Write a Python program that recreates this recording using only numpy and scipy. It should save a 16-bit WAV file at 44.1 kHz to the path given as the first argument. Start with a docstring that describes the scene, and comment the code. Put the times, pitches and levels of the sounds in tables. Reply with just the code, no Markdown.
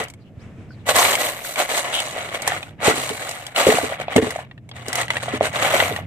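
"""Small stones crunch and click as a hand digs a toy truck out of the gravel in a big toy dump truck.
Each push sets off many tiny impacts, which scratch stone on stone and drive the plastic bed's panels.
Single pebbles click on the plastic, the toy knocks on the wall, and the hollow bed booms when jolted.
The truck stands outdoors on shallow water; behind it are a low rumble, a distant engine,
a few birds, a faint wash of water and one drip."""
import sys
import numpy as np
from scipy import signal
from scipy.fft import rfft, irfft, next_fast_len
from scipy.io import wavfile
from scipy.ndimage import uniform_filter1d, map_coordinates

SR = 44100
rng = np.random.default_rng(int(sys.argv[2]) if len(sys.argv) > 2 else 0)


def store_wav(level_fs):
    """Save 16-bit WAV to argv[1]."""
    pcm = np.round(np.clip(np.atleast_2d(level_fs), -1, 1) * 32767)
    wavfile.write(sys.argv[1], SR, pcm.T.astype(np.int16))


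N = 267466

# Spectra of the outdoor rumble and the water. Each row: frequency in Hz, relative level in dB.
RUMBLE_SPECTRUM = [(20, -31), (50, -25), (90, -1.5), (150, -4.5), (260, -12.5), (400, -20), (700, -25.5),
                   (1500, -62)]
WASH_SPECTRUM = [(200, 17.5), (600, 3), (1200, 4), (2400, 3.5), (4500, -14), (8000, -13.5), (11000, -26),
                 (14000, -47.5)]
# Slow swells of the rumble and the water. Each row: time in seconds, level in dB.
RUMBLE_LEVEL = [(0.25, -43.5), (0.52, -38.5), (1.1, -43), (1.6, -54), (2.2, -45), (2.8, -40.5), (3.4, -49),
                (4.0, -42.5), (4.6, -44.5), (6.06, -35.5)]
WASH_LEVEL = [(0.3, -57), (0.43, -48), (0.8, -50.5), (4.6, -61.5), (6.06, -53.5)]
# An engine nears and slows. Each row: time in seconds, firing rate in Hz, level in dB.
ENGINE = [(0, 135, -59), (4.4, 135, -50), (4.75, 124, -43), (5.25, 121, -38), (5.5, 116, -45),
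          (5.8, 97, -43), (6.06, 92, -42)]
# Far birds. Each row: start and length in seconds, first and last pitch in Hz, level in dB.
CHIRPS = [(.19, .065, 4800, 3900, -61), (.22, .1, 2850, 2950, -58), (.38, .065, 3000, 7000, -56),
          (.68, .095, 5300, 3900, -54), (.77, .08, 4200, 3100, -59)]
# Modes of the loaded bed. Each row: frequency in Hz, relative level in dB, 60 dB decay time in seconds.
BED_MODES = [(96.3, -23, 0.14), (205, -5.5, 0.078), (255, -3.5, 0.13), (323, -4.5, 0.1), (408, 1.5, 0.055),
             (443.7, -2.5, 0.13), (516, 3, 0.039), (690, -8, .035)]
# Resonances of the plastic panels. Each row: frequency in Hz, bandwidth in Hz, gain in dB.
PANEL_MODES = [(546, 18, -3), (722, 33, -1.5), (1188, 26, 5.5), (1297, 124, 9.5), (1950, 110, 6.5),
               (2230, 14, 4.5), (2820, 32, 0.5), (3285, 63, 7)]
# Jolts of the hollow bed. Each row: start in seconds, relative level in dB, favoured pitch in Hz.
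JOLTS = [(0.003, -19, 478), (2.876, -1, 447), (2.892, -10.5, 238), (2.937, -17, 293), (2.975, -17.5, 266),
         (3.105, -19, 420), (3.667, -3, 450), (3.682, -2.5, 455), (3.74, -11.5, 330), (3.832, -12.5, 420),
         (4.158, -1.5, 210), (4.176, -2, 452), (4.188, -5.5, 452), (4.224, -6, 273), (4.266, -13.5, 450),
         (4.879, -19.5, 392), (5.333, -11.5, 304), (5.414, -14, 445), (5.91, -18.5, 390)]
# The toy bumps the wall. Each row: start in seconds, peak of the swing in dB, pitch in Hz.
KNOCKS = [(0.89, -9.5, 660), (2.163, -20, 570), (2.346, -16.5, 638), (2.519, -16, 764), (3.291, -21, 685),
          (3.669, -5, 504), (3.723, -7, 696), (3.785, -6.5, 677), (3.814, -17, 660), (3.922, -15, 650),
          (4, -17.5, 610), (4.082, -15.5, 690), (4.162, -1.5, 580), (4.36, -15, 673), (4.389, -20.5, 726),
          (5.282, -16, 670), (5.409, -3, 625), (5.739, -12.5, 634), (5.825, -8.5, 710), (5.911, -17, 610),
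          (5.988, -20.5, 680)]
# Pebbles hit plastic. Each row: start in seconds, level in dB, ring pitch in Hz, relative snap in dB.
CLICKS = [(0.0364, -27.5, 1870, 4), (0.082, -31.5, 3150, -0.5), (0.099, -30, 2240, 0),
          (0.1364, -33, 2210, -6.5), (0.866, -27, 1970, -2.5), (0.8905, -4, 1480, -11),
          (1.0492, -3.5, 2300, -20), (1.1272, -10, 3010, -17), (1.1519, -6, 2200, -2.5),
          (1.557, -11.5, 2310, -12), (1.695, -19, 2280, -13), (1.9497, -17.5, 3330, 4),
          (2.0009, -10, 3000, -5), (2.3454, -12.5, 2250, -26), (2.419, -22, 2240, 6),
          (2.4751, -4.5, 1810, -1), (2.519, -10.5, 1830, -20), (2.6281, -15.5, 2510, -16),
          (3.0902, -11.5, 3000, -9), (3.29, -20, 2900, 4.5), (3.31, -19.5, 2600, 3.5),
          (3.465, -17, 3360, -3), (3.56, -5.5, 2980, -14), (3.7011, -5, 1930, -17),
          (3.9978, -20, 1770, -14), (4.0811, -18, 2510, -39), (4.1611, -3, 2115, -5),
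          (4.1787, -7, 1820, -18), (4.3049, -14.5, 1980, -5), (4.5112, -26.5, 1900, -35),
          (4.577, -33, 1810, -24), (4.6897, -29, 2210, -9), (4.7127, -23.5, 3330, -30),
          (4.8818, -21, 1970, 6.5), (4.9282, -11, 1990, -2), (4.9537, -12, 2080, 2.5),
          (4.996, -18, 2100, 0), (5.0125, -10.5, 1910, -5), (5.0805, -17, 1960, -13),
          (5.1029, -2, 2043, -14.5), (5.155, -14.5, 1660, -24), (5.1674, -6.5, 1880, -17),
          (5.338, -26, 2060, -23), (5.454, -14, 1620, -3), (5.8008, 0.5, 2010, -20),
          (5.9614, -11.5, 1880, -13.5)]
# Pushes through the gravel. Each row: time of full force and hold in seconds, crunch and scratch in dB.
PUSHES = [(0.0, 0.002, -21, -34.5), (0.895, 0.0042, -16.5, -22.5), (0.968, .18, -13.5, -19.5),
          (1.2, 0.09, -21.5, -27), (1.313, 0.13, -32, -38.5), (1.456, 0.082, -32, -33),
          (1.593, 0.027, -18, -26.5), (1.705, 0.046, -23, -28.5), (1.768, 0.026, -22.5, -24.5),
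          (1.848, .064, -26, -37), (1.94, .19, -25.5, -31), (2.16, .17, -27, -39.5),
          (2.346, .012, -26, -35.5), (2.415, 0.07, -30, -44.5), (2.477, 0.1, -25, -36),
          (2.618, 0.084, -42.5, -47.5), (2.824, .02, -26, -40), (2.86, 0.04, -14, -22.5),
          (2.962, .228, -25, -29.5), (3.213, .12, -29, -36.5), (3.351, 0.18, -35, -42.5),
          (3.582, .047, -15.5, -24.5), (3.673, .12, -18.5, -25), (3.828, 0.042, -27, -34),
          (3.9, 0.049, -28.5, -43.5), (4.011, 0.0043, -27, -42), (4.12, .008, -26, -43),
          (4.169, 0.0044, -23.5, -35), (4.228, 0.089, -28, -37.5), (4.35, 0.066, -34.5, -45),
          (4.76, .1, -38.5, -46.5), (4.879, .02, -32, -40.5), (4.935, .03, -29.5, -41),
          (4.981, 0.039, -23, -31), (5.123, 0.062, -29, -40.5), (5.228, .02, -29.5, -36),
          (5.29, 0.0077, -27, -42.5), (5.344, .012, -25.5, -38), (5.44, 0.024, -21.5, -31.5),
          (5.553, 0.11, -22.5, -34), (5.629, .1, -18, -30), (5.741, .14, -17.5, -28.5),
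          (5.905, 0.095, -30, -43.5)]
# Share of the finest grit. Each row: time in seconds, level relative to the scratch in dB.
FIZZ_LEVEL = [(0, -6), (1.45, 0), (1.9, -7.5), (3.0, -6.5), (3.7, -4.5), (5.25, -15), (5.8, -1.5)]
# One stone's drag along the plastic. Each row: time in seconds, level in dB.
SCRAPE_LEVEL = [(1.88, -110), (1.932, -23.5), (2.0, -23.5), (2.06, -110)]
# Spectra of the contacts. Each row: frequency in Hz, relative level in dB.
CRUNCH_SPECTRUM = [(30, -52.5), (100, -37), (250, -12), (420, -9), (560, 1), (730, 1), (1000, -7.5),
                   (1550, -11), (2100, -6), (3200, -11), (4200, -23), (5500, -43), (9000, -67)]  # gravel driving the bed
SCRATCH_SPECTRUM = [(2000, -26), (4000, 3), (5200, -5), (6600, 1), (8400, 3), (11000, -13), (14500, -7.5),
                    (16000, -36)]  # stones rubbing together
FIZZ_SPECTRUM = [(5000, -25.5), (8500, -26), (10500, 2), (14500, 4.5), (16000, -9)]  # the finest grit
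CRACK_SPECTRUM = [(150, -34.5), (450, -3.5), (750, 10.5), (1300, 3), (2100, 1.5), (3300, 5), (4300, -4.5),
                  (5500, -29), (9000, -57)]  # a pebble striking a small plastic part
SNAP_SPECTRUM = [(2000, -33), (4200, 1.5), (6500, 5), (8500, 9), (11000, -3.5), (14000, -4), (16000, -30.5)]  # stone striking stone
SCRAPE_SPECTRUM = [(1500, -43.5), (2600, -10.5), (3100, -4.0), (3700, -10), (5000, -45.0)]
# Likeness of scattered sound at left and right. Each row: frequency in Hz, correlation from 0 to 1.
COHERENCE = [(30, 1), (130, 0.88), (700, 0.95), (1400, 0.47), (2300, 0.2), (3500, 0.46), (4600, 0.38),
             (6000, 0.1), (14000, 0)]
# Colour difference between the channels. Each row: frequency in Hz, left minus right in dB.
BALANCE = [(100, -1), (400, -0.9), (1200, 0.0), (3000, 1.5), (5000, 2.0), (8000, -1.0),
           (10000, -5.0), (13000, 6.0)]


def amp(db):
    """Amplitude grows tenfold for every 20 dB."""
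    return 10 ** (np.asarray(db) / 20)


def unit(x):
    """Normalisation to an rms of 1."""
    return x / np.sqrt(np.mean(x ** 2) + 1e-20)


def peak(x):
    """Normalisation to a peak of 1."""
    return x / np.abs(x).max()


def along(points, hz):
    """Interpolation of (Hz, value) points on a logarithmic frequency axis."""
    freqs, values = np.transpose(points)
    return np.interp(np.log(hz + 1), np.log(freqs), values)


def curves(rows):
    """Linear interpolation in time: each later column becomes one value per sample."""
    times, *columns = np.transpose(rows)
    return [np.interp(np.arange(N) / SR, times, column) for column in columns]


def wobble(rate):
    """Smooth random modulation: a spline through rate random knots a second."""
    return map_coordinates(rng.standard_normal(int(N * rate / SR) + 4), [np.arange(N) * rate / SR])


def filtered(x, response):
    """Linear filtering: the spectrum is multiplied by a frequency response."""
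    n = x.shape[-1]
    size = next_fast_len(n + 2048, True)
    return irfft(rfft(x, size) * response(np.fft.rfftfreq(size, 1 / SR)), size)[..., :n]


def coloured(x, spectrum, size=2048):
    """A minimum-phase filter imposes a spectrum and keeps attacks sharp."""
    cepstrum = irfft(np.log(amp(along(spectrum, np.fft.rfftfreq(size, 1 / SR)))))
    cepstrum[1:size // 2] *= 2
    cepstrum[size // 2 + 1:] = 0
    impulse_response = irfft(np.exp(rfft(cepstrum)))
    return signal.fftconvolve(x, impulse_response[None], axes=1)[:, :x.shape[1]]


def spread(pair):
    """Partial coherence: two unrelated signals blend into a left and right most alike in the bass."""
    turn = lambda hz: np.arccos(np.clip(along(COHERENCE, hz), 0, 1)) / 2
    mid, side = filtered(pair, lambda hz: np.array([np.cos(turn(hz)), np.sin(turn(hz))]))
    return np.array([mid + side, mid - side])


def add(track, start, sound):
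    """Superposition: a sound joins the track at start seconds."""
    part = track[:, max(round(start * SR), 0):][:, :sound.shape[-1]]
    part += sound[..., :part.shape[1]]


def diffuse_noise(spectrum):
    """A diffuse field: partly coherent noise with the given spectrum."""
    return unit(coloured(spread(rng.standard_normal((2, N))), spectrum))


def rumble():
    """The outdoor rumble is low noise under slow amplitude modulation."""
    level_db, = curves(RUMBLE_LEVEL)
    return amp(level_db) * diffuse_noise(RUMBLE_SPECTRUM)


def engine():
    """Periodic firing makes a hum at the firing rate, wavering in pitch and level."""
    firing_hz, level_db = curves(ENGINE)
    phase = 2 * np.pi * np.cumsum(firing_hz * (1 + 0.033 * wobble(25))) / SR
    return amp(level_db) * unit(np.sin(phase) * amp(3.5 * wobble(14)))


def wash():
    """Shallow water is heard as broadband noise with a randomly fluttering level."""
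    level_db, = curves(WASH_LEVEL)
    return amp(level_db + 1.8 * wobble(25)) * diffuse_noise(WASH_SPECTRUM)


def birds():
    """Each chirp is a frequency glide, blurred by distance into a narrow band of noise."""
    out = np.zeros((2, N))
    for start, length, first_hz, last_hz, db in CHIRPS:
        n = int(length * SR)
        blur = unit(uniform_filter1d(rng.standard_normal((2, n)), size=50))
        phase = 2 * np.pi * np.cumsum(np.linspace(first_hz, last_hz, n)) / SR
        add(out, start, amp(db) * np.hanning(n) * blur * np.sin(phase))
    return out


def drip(start=0.706, hz=1480, db=-36, t60=0.05):
    """Bubble resonance: a drop traps air in the water, which rings with a slightly rising pitch."""
    out, t = np.zeros((2, N)), np.arange(SR // 10) / SR
    envelope = amp(db - 60 * t / t60) * (1 - np.exp(-t / 0.00044))
    add(out, start, envelope * np.sin(2 * np.pi * hz * t * (1 + t)))
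    return out


def panels(x, stretch=1):
    """Forced resonance: the panel modes, their frequencies scaled by stretch, add to the direct sound."""
    mode = lambda f, hz, width: 1j * f * width / (hz * hz - f * f + 1j * f * width)
    ring = lambda f: sum(amp(db) * mode(f / stretch, hz, width) for hz, width, db in PANEL_MODES)
    return filtered(x, lambda f: 1 + ring(f))


def shifting_panels(x, stretches=(0.87, 1, 1.15)):
    """The changing load of hand and stones detunes the panels: three tunings fade in and out."""
    shares = amp(7 * np.array([wobble(9) for _ in stretches]) + [[0], [4], [0]])
    shares /= shares.sum(0)
    return sum(share * panels(x, stretch) for share, stretch in zip(shares, stretches))


def burst(t, chatter_db, chatter_t60):
    """Impulsive excitation: a sharp contact, then the decaying chatter of the stones next to it."""
    force = amp(-60 * t / 0.008) + amp(chatter_db - 60 * t / chatter_t60)
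    return spread(rng.standard_normal((2, len(t))) * force * (1 - np.exp(-t / 0.00072)))


def jolts(focus_db_per_octave=8, thud_db=-14):
    """Modal vibration: the hollow bed booms, and the place of the blow favours modes near one pitch."""
    out, t = np.zeros((2, N)), np.arange(SR // 5) / SR
    hz, mode_db, t60 = np.array(BED_MODES, float).T[:, :, None]
    for start, db, favoured_hz in JOLTS:
        octaves_away = np.abs(np.log2(hz / favoured_hz))
        level_db = mode_db + rng.standard_normal(hz.shape) - focus_db_per_octave * octaves_away
        detuned = hz * (1 + 0.024 * rng.standard_normal(hz.shape))  # the load shifts
        sign = rng.choice([-1, 1], hz.shape)
        # each mode reaches left and right with its own phase difference
        skew = 0.25 * rng.standard_normal(hz.shape) * np.array([[[1]], [[-1]]])
        modes = sign * amp(level_db - 60 * t / t60) * np.sin(2 * np.pi * detuned * t + skew)
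        ring = modes.sum(1) * (1 - np.exp(-t / 0.00144))
        thud = np.sin(2 * np.pi * 105 * t) * t * np.exp(-t / 0.0036)  # the truck rocks on its wheels
        add(out, start, amp(db - 2.0) * (peak(ring) + amp(thud_db) * peak(thud)))
    # a small open box radiates little deep bass
    return signal.sosfilt(signal.butter(2, 75, "high", fs=SR, output="sos"), out)


def knocks(rise_s=0.0014, rattle_db=-9):
    """Heavy damping: the gravel-laden wall swings for only a few cycles and rattles the stones on it."""
    out, t = np.zeros((2, N)), np.arange(SR // 10) / SR
    for start, db, hz in KNOCKS:
        swing = peak(np.sin(2 * np.pi * hz * t) * t * np.exp(-t / rise_s))
        force = burst(t, chatter_db=-16, chatter_t60=0.12)
        rattle = peak(panels(coloured(force, CRUNCH_SPECTRUM)))
        add(out, start, amp(db) * (swing + amp(rattle_db) * rattle))
    return out


def clicks(ring_t60=0.031, ring_db=-5, upper_db=-7, crack_db=-6):
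    """A hard impact is broadband: a crack, a bright snap and the ring of two modes of the struck part."""
    out, t = np.zeros((2, N)), np.arange(SR // 10) / SR
    for start, db, hz, snap_db in CLICKS:
        force = burst(t, chatter_db=-5, chatter_t60=0.045)
        upper_hz = hz * rng.uniform(1.4, 1.5)
        modes = np.sin(2 * np.pi * hz * t) + amp(upper_db) * np.sin(2 * np.pi * upper_hz * t)
        ring = modes * amp(-60 * t / ring_t60) * (1 - np.exp(-t / 0.000067))
        crack = amp(crack_db) * peak(coloured(force, CRACK_SPECTRUM))
        snap = amp(snap_db) * peak(coloured(force, SNAP_SPECTRUM))
        add(out, start + 0.000958, amp(db) * (crack + snap + amp(ring_db) * peak(ring)))
    return out


def grains(rate, size_db, t60, clump_db, families=9):
    """Shot noise: tiny contacts come in clumps, and each family of stones has its own brief ring."""
    out, t = np.zeros((2, N)), np.arange(SR // 100) / SR
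    for _ in range(families):
        onsets = rng.integers(0, N, int(rate * N / SR / families))
        sizes = amp(size_db * np.minimum(rng.exponential(size=len(onsets)), np.pi))
        impulses = np.bincount(onsets, sizes * rng.choice([-1, 1], len(onsets)), N)
        ring = unit(rng.standard_normal((2, len(t))) * amp(-60 * t / t60))
        out += signal.fftconvolve(impulses[None], ring, axes=1)[:, :N]
    out *= amp(clump_db * wobble(110))
    # the steady push of the hand evens the flow over longer stretches
    local_power = np.abs(uniform_filter1d(np.mean(out ** 2, 0), SR // 20))
    return out / np.sqrt(local_power + 1e-9)


def scrape():
    """Stick-slip friction: a stone drags along the plastic in quick slips."""
    level_db, = curves(SCRAPE_LEVEL)
    slips = spread(grains(rate=900, size_db=0, t60=0.0042, clump_db=-1))
    return amp(level_db) * unit(coloured(slips, SCRAPE_SPECTRUM))


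def clinks(rate, low_hz, high_hz, cycles, size_db):
    """Free vibration: each pebble has a note of its own, which falls 60 dB in the given cycles."""
    out, t = np.zeros((2, N)), np.arange(SR // 50) / SR
    for when, note, size, left, right in rng.random((int(rate * N / SR), 5)):
        hz = low_hz * (high_hz / low_hz) ** note
        decay = amp(-60 * t * hz / cycles)
        ring = decay * np.sin(2 * np.pi * (hz * t + np.array([[left], [right]])))
        add(out, when * N / SR, amp(size_db * min(-np.log(size), np.pi)) * ring)
    return unit(out)


def push_level(column, swell_s, sag_db_per_s, settle_db_per_s):
    """Pushes add in power, given in dB: each swells, sags as the heap yields and dies as it settles."""
    t, power = np.arange(0, N, SR // 1000) / SR, 1e-12
    for push in PUSHES:
        age, hold = t - push[0], push[1]
        swell = np.clip(1 + age / swell_s, 0, 1) ** 2
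        sag_db = sag_db_per_s * np.clip(age, 0, hold)
        settle_db = settle_db_per_s * np.maximum(age - hold, 0)
        power = power + (swell * amp(push[column] - sag_db - settle_db)) ** 2
    return np.interp(np.arange(N) / SR, t, 10 * np.log10(power))


def gravel(pebble_db=-8, chip_db=-6, slide_db=-17, stall_db=-45):
    """Granular flow: the same contacts drive the bed (crunch) and radiate directly (scratch, fizz)."""
    crunch_db = push_level(column=2, swell_s=0.05, sag_db_per_s=44.4, settle_db_per_s=309)
    scratch_db = push_level(column=3, swell_s=0.045, sag_db_per_s=43.5, settle_db_per_s=315)
    scratch_db -= np.maximum(stall_db - scratch_db, 0)  # stones almost at rest no longer scratch
    fizz_db, = curves(FIZZ_LEVEL)
    single = spread(grains(rate=1100, size_db=1, t60=0.01, clump_db=2.03))
    grit = spread(grains(rate=3000, size_db=0, t60=0.0045, clump_db=1.5))
    # a hard push sets the whole heap sliding, and single contacts merge into a dense flow
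    sliding = 1 / (1 + amp(2 * (slide_db - crunch_db)))
    contacts = np.sqrt(1 - sliding) * unit(single) + np.sqrt(sliding) * unit(grit)
    pebbles = clinks(rate=190, low_hz=1400, high_hz=3600, cycles=24, size_db=4)
    chips = clinks(rate=160, low_hz=6000, high_hz=11000, cycles=28, size_db=3.5)
    crunch = unit(shifting_panels(coloured(contacts, CRUNCH_SPECTRUM))) + amp(pebble_db) * pebbles
    scratch = unit(coloured(contacts + 0.5 * grit, SCRATCH_SPECTRUM)) + amp(chip_db) * chips
    fizz = amp(fizz_db) * unit(coloured(grit + 0.89 * single, FIZZ_SPECTRUM))
    return amp(crunch_db) * crunch + amp(scratch_db) * (scratch + fizz)


def scene(lag_s=0.00011):
    """Arrival time gives direction: the toys lie a little to the right, so the left hears them later."""
    toys = gravel() + scrape() + clicks() + knocks() + jolts()
    toys = filtered(toys, lambda hz: np.exp(1j * np.pi * hz * lag_s * np.array([[-1], [1]])))
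    background = engine() + rumble() + wash() + birds() + drip()
    return background + toys


def record(dry, cutoff_hz=14950):
    """Saturation and band limiting: the channels differ in colour, peaks clip and the top is cut off."""
    channels = filtered(dry, lambda hz: amp(along(BALANCE, hz) * np.array([[0.5], [-0.5]])))
    return filtered(np.clip(channels, -1, 1), lambda hz: 1 / (1 + (hz / cutoff_hz) ** 160))


dry = scene()
out = record(dry)
store_wav(out)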